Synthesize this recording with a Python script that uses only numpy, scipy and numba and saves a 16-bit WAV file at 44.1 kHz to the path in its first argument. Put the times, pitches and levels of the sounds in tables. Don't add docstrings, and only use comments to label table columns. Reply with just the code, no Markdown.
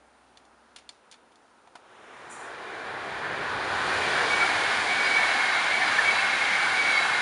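import sys
import numpy as np
from scipy import signal
from scipy.fft import rfft, irfft, next_fast_len
from scipy.io import wavfile
from scipy.ndimage import uniform_filter1d
from numba import njit

SR = 44100
rng = np.random.default_rng(int(sys.argv[2]) if len(sys.argv) > 2 else 0)


def bounce(signal):
    frames = np.transpose(np.atleast_2d(signal))
    limited = np.clip(frames, -1, 1)
    pcm = np.round(limited * 32767).astype(np.int16)
    wavfile.write(sys.argv[1], SR, pcm)


N = 317961
T = np.arange(N) / SR
M = next_fast_len(N + 4096)
F = np.maximum(np.arange(M // 2 + 1) * SR / M, 1)

SPEED_M_S, TRACK_M = 33.1, 27.3
RAIL_HZ = 2265

# time abreast in seconds, then the level in dB of the rail note under each of the four axles.
COUPLINGS = [(4.257, -44, -31, -24, -23), (5.085, -28, -23.5, -21, -36), (5.92, -25, -26, -37, -22.5),
             (6.725, -27.5, -30, -23, -22.5)]


def undb(db):
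    return 10 ** (np.asarray(db) / 20)


def level(x, db):
    return x * undb(db) / np.sqrt(np.mean(x ** 2))


def shape(table):
    hz, db = np.transpose(table)
    return undb(np.interp(np.log(F), np.log(hz), db))


@njit
def svf(x, hz, width):
    y = np.empty(len(x))
    band, low = 0., 0.
    for i in range(len(x)):
        g = np.tan(np.pi * hz[i] / SR)
        k = width / hz[i]
        v = (band + g * (x[i] - low)) / (1 + g * (g + k))
        band = 2 * v - band
        low = low + 2 * g * v
        y[i] = k * v
    return y


def ring(hz, width_hz, size=N):
    centre, width = hz * np.ones(size), 1. * width_hz
    once = svf(rng.standard_normal(size), centre, width)
    return level(svf(once, centre, width), 0)


def walk(rate):
    hold = int(SR / rate)
    steps = np.repeat(rng.standard_normal(N // hold + 1), hold)
    smooth = uniform_filter1d(uniform_filter1d(steps, hold), hold)
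    return 1.72 * smooth[:N]


def rush(spectrum, flicker_db, rate):
    noise = rfft(rng.standard_normal(M)) * shape(spectrum)
    pitch = np.log2(np.clip(F, 32, 11585))
    out = 0
    for octave in np.arange(5, 14, .5):
        if spectrum[0][0] < 2 ** octave < spectrum[-1][0]:
            share = np.clip(1 - 2 * abs(pitch - octave), 0, 1)
            band = irfft(noise * share, M)[:N]
            out = out + band * undb(flicker_db * walk(rate))
    return level(out, 0)


def passing(abreast_s, loco_db, loss_db_per_m, coach_db, swell_db, fade_power):
    distance = np.hypot(SPEED_M_S * (T - abreast_s), TRACK_M)
    loco = undb(loco_db - loss_db_per_m * (distance - TRACK_M)) * TRACK_M / distance

    first_coach_s, coach_beam = 3.945, 2.8
    since = T - first_coach_s
    angle = np.arctan(SPEED_M_S * since / TRACK_M)
    sideways = np.exp(-(coach_beam * angle) ** 2) / (1 + since ** 2) ** 2
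    built_up = np.cumsum(sideways) / sideways.sum()

    swell_lag_s, swell_s = 0.14, 0.16
    swell = sum(np.exp(-((T - s - swell_lag_s) / swell_s) ** 2) for s, *_ in COUPLINGS)
    coach_power = undb(coach_db + swell_db * swell) ** 2 * built_up

    fade_start_s, fade_time_s = 1.75, 0.19
    fade_in = 1 - np.exp(-np.maximum(T - fade_start_s, 0) / fade_time_s)
    return np.sqrt(loco ** 2 + coach_power) * fade_in ** fade_power


def train():
    # frequency in Hz, relative level in dB per Hz.
    roar = [(140, -35), (190, -15), (260, -9), (380, -0.5), (560, -2.5), (800, 0), (1150, -2), (1560, -5),
            (2400, -12.5), (3800, -16.5), (6000, -43)]
    thunder = [(20, -23), (45, -13), (90, -3), (130, -3), (200, -6.5), (400, -25.5)]
    roll = [(120, -31.5), (200, -19), (400, -18), (620, -11.5), (780, -1.5), (880, -6), (1100, -4.5),
            (1330, -7), (1450, -0.5), (1680, -1), (1775, -1), (1970, -5.5), (2200, -10.5), (2420, -4.5),
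            (2600, -28), (4000, -40)]
    hiss = [(1500, -16), (2500, -2), (3300, -1.5), (4000, -3), (4800, -6), (5600, -20), (7000, -34)]
    top = [(4000, -29), (5200, 0.5), (7000, -1), (10000, -5.5), (14000, -22.5)]
    # time the locomotive is abreast in seconds, locomotive level in dB,
    # loss over the crop in dB per m, coach level in dB, swell at the couplings in dB,
    # lateness of the fade-in as a power.
    roar_pass = (4, -32.5, 0.14, -44, 4, 1.2)
    thunder_pass = (4, -48.5, 0.35, -57.5, 2.5, 0.7)
    roll_pass = (3.5, -35, 0.26, -27, 0.9, 11)
    hiss_pass = (4, -42, .21, -34, 0.4, 8)
    top_pass = (4, -54, 0.03, -43, 1.5, 2)

    out = passing(*roar_pass) * rush(roar, flicker_db=1.33, rate=7)
    out += passing(*thunder_pass) * rush(thunder, flicker_db=1.9, rate=5)
    out += passing(*roll_pass) * rush(roll, flicker_db=1.0, rate=12)
    out += passing(*hiss_pass) * rush(hiss, flicker_db=0.27, rate=14)
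    out += passing(*top_pass) * rush(top, flicker_db=0.3, rate=16)
    return out


def rail():
    waver_hz = 3.65
    phase = 2 * np.pi * np.cumsum(RAIL_HZ + waver_hz * walk(30)) / SR
    inner_axle_s, outer_axle_s, note_s = 0.074, .17, 0.039
    axles = (-outer_axle_s, -inner_axle_s, inner_axle_s, outer_axle_s)
    load = np.zeros(N)
    for s, *levels_db in COUPLINGS:
        for lag, db in zip(axles, levels_db):
            load += undb(db) * np.exp(-((T - s - lag) / note_s) ** 2)
    return load * undb(1.2 * walk(60)) * np.sin(phase)


def wheels():
    # time abreast in seconds, low ring level in dB, high ring level in dB.
    bogies = [(4.55, -34.5, -51), (4.75, -36.5, -55), (5.15, -36.5, -50), (5.36, -30, -43), (5.5, -34, -52),
              (5.8, -34, -51), (6.1, -30.5, -40.5), (6.24, -30.5, -44.5), (6.38, -32.5, -51),
              (6.65, -36, -55), (6.92, -33.5, -41.5), (7.02, -29.5, -46)]
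    # frequency in Hz, width of the resonance in Hz, relative level in dB.
    wheel_low = [(2182.6, 62, -1)]
    wheel_high = [(2672, 30, -2), (3250, 30, -5.5), (3965, 21, -0.5), (4600, 50, -7)]
    beam_narrowness, sound_m_s = 2.9, 343

    out = np.zeros(N)
    for s, low_db, high_db in bogies:
        near = slice(int((s - .8) * SR), min(N, int((s + .8) * SR)))
        angle = np.arctan(SPEED_M_S * (T[near] - s) / TRACK_M)
        doppler = 1 / (1 + SPEED_M_S * np.sin(angle) / sound_m_s)
        for modes, db in ((wheel_low, low_db), (wheel_high, high_db)):
            for hz, width_hz, mode_db in modes:
                narrowness = beam_narrowness * (hz / RAIL_HZ) ** 0.56
                beam = np.exp(-(narrowness * angle) ** 2 / 2)
                gain = undb(db + mode_db + 1.2 * rng.standard_normal())
                out[near] += beam * gain * ring(hz * doppler, width_hz, size=len(beam))
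    return out * undb(1.3 * walk(25))


def clanks():
    # time of the peak in seconds, level in dB, pitch in Hz,
    # time in seconds from the peak to about a third of it.
    notes = [(4.28, -47, 4900, .05), (4.432, -20.5, 1386, 0.011), (5.06, -34.5, 4900, 0.021),
             (5.2, -26, 1770, 0.032), (5.826, -20.5, 1780, 0.012), (5.88, -40, 4840, 0.035),
             (5.992, -13.5, 1776, 0.0075), (6.19, -32, 2650, 0.023)]
    out = np.zeros(N)
    for s, db, hz, length in notes:
        swell = np.exp(-((T - s) / length) ** 2)
        out += undb(db) * swell * np.sin(2 * np.pi * hz * T)
    return out


def ticks():
    # start in seconds, level in dB, pitch in Hz, time in seconds for the main part
    # of the crack to fall 60 dB, share of ringing from 0 to 1.
    hits = [(0.372, -46, 3280, 0.035, 0.4), (.451, -58, 5000, .06, .6), (0.761, -36, 2980, 0.045, 0.43),
            (0.785, -47, 2600, 0.056, 0.2), (0.891, -35, 3800, .03, 0.54),
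            (1.113, -43.5, 4500, 0.049, 0.33), (1.124, -44, 2600, 0.037, .3),
            (1.141, -46.5, 2800, 0.043, 0.6), (1.319, -60, 3500, .06, .3), (1.3565, -55, 5000, 0.034, 0.5),
            (1.673, -47, 1050, .03, 0.6), (1.754, -36.5, 950, 0.049, 0.43)]
    # typical frequency in Hz, typical relative level in dB,
    # time to fall 60 dB in seconds.
    tick_modes = [(720, 1, 0.054), (970, 0, 0.041), (1410, -11, .04), (1770, -4, .04), (2290, -5.5, .05),
                  (3510, 1.5, 0.021), (4350, -2, 0.043), (7030, -1, .04), (8600, -3, .025)]

    out, t = np.zeros(N), T[:SR // 8]
    attack = 1 - np.exp(-t / 0.00029)
    for s, db, hz, t60, share in hits:
        body = np.zeros(len(t))
        for mode_hz, mode_db, decay in tick_modes:
            level_chance, pitch_chance = rng.standard_normal(2)
            off_pitch_db = 7.9 * abs(np.log2(mode_hz / hz))
            gain = undb(mode_db + 2.0 * level_chance - off_pitch_db)
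            tone = np.sin(2 * np.pi * mode_hz * (1 + 0.006 * pitch_chance) * t)
            body += gain * tone * 1000 ** (-t / decay)
        crack = level(svf(rng.standard_normal(len(t)), hz + 0 * t, 0.82 * hz + 450), 0)
        crack *= 1000 ** (-t / t60) + 0.18 * 1000 ** (-t / 0.28)
        start = int(s * SR)
        out[start:start + len(t)] += undb(db) * ((1 - share) * crack + 1.62 * share * body) * attack
    return out


def puff():
    # start in seconds, level in dB.
    stroke_table = [(2.293, -40), (2.39, -52)]
    # frequency in Hz, width of the resonance in Hz, relative level in dB.
    colour = [(5900, 700, -9), (7200, 1100, -1), (8100, 1300, -2), (9400, 1300, -5), (10700, 1000, -7)]
    attack_s, t60_s = 0.017, 0.38

    strokes = np.zeros(N)
    for s, db in stroke_table:
        since = np.maximum(T - s, 0)
        rise = (1 - np.exp(-since / attack_s)) ** 1.4
        strokes += undb(db) * rise * 1000 ** (-since / t60_s)
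    hiss = sum(undb(db) * ring(hz, width_hz) for hz, width_hz, db in colour)
    return strokes * level(hiss, 0)


def field():
    # frequency in Hz, relative level in dB per Hz.
    spectrum = [(20, -35), (40, -13), (170, -12), (230, -2.5), (620, -2.5), (885, 0.5), (1150, -3.5),
                (1330, -1.5), (2100, -11), (7000, -21.5), (14000, -23)]
    # pitch in Hz, typical level in dB, time of silence in seconds.
    hum_table = [(64.6, -75, 1.05), (231, -79, 1.8)]
    hums = np.zeros(N)
    for hz, db, end in hum_table:
        fade_out = np.clip((end - T) / .15, 0, 1)
        hums += undb(db + 0.98 * walk(6)) * np.sin(2 * np.pi * hz * T) * fade_out
    noise_db = -59.5
    return undb(noise_db) * rush(spectrum, flicker_db=0.6, rate=7.0) + hums


def scene():
    return (train() + rail() + wheels() + clanks() + ticks() + puff() + field())[None]


def record(dry):
    # frequency in Hz, gain in dB.
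    mic = [(20, -21), (50, 2), (7400, -0.5), (7950, -6.5), (8500, -0.5), (9600, 2.5), (10400, -3.5),
           (11000, -20), (12000, -44)]
    top_hz = 11220
    coloured = irfft(rfft(dry, M) * shape(mic), M)[:, :N]
    low_pass = signal.ellip(10, .2, 80, top_hz, fs=SR, output="sos")
    return signal.sosfilt(low_pass, coloured)


dry = scene()
out = record(dry)
bounce(out)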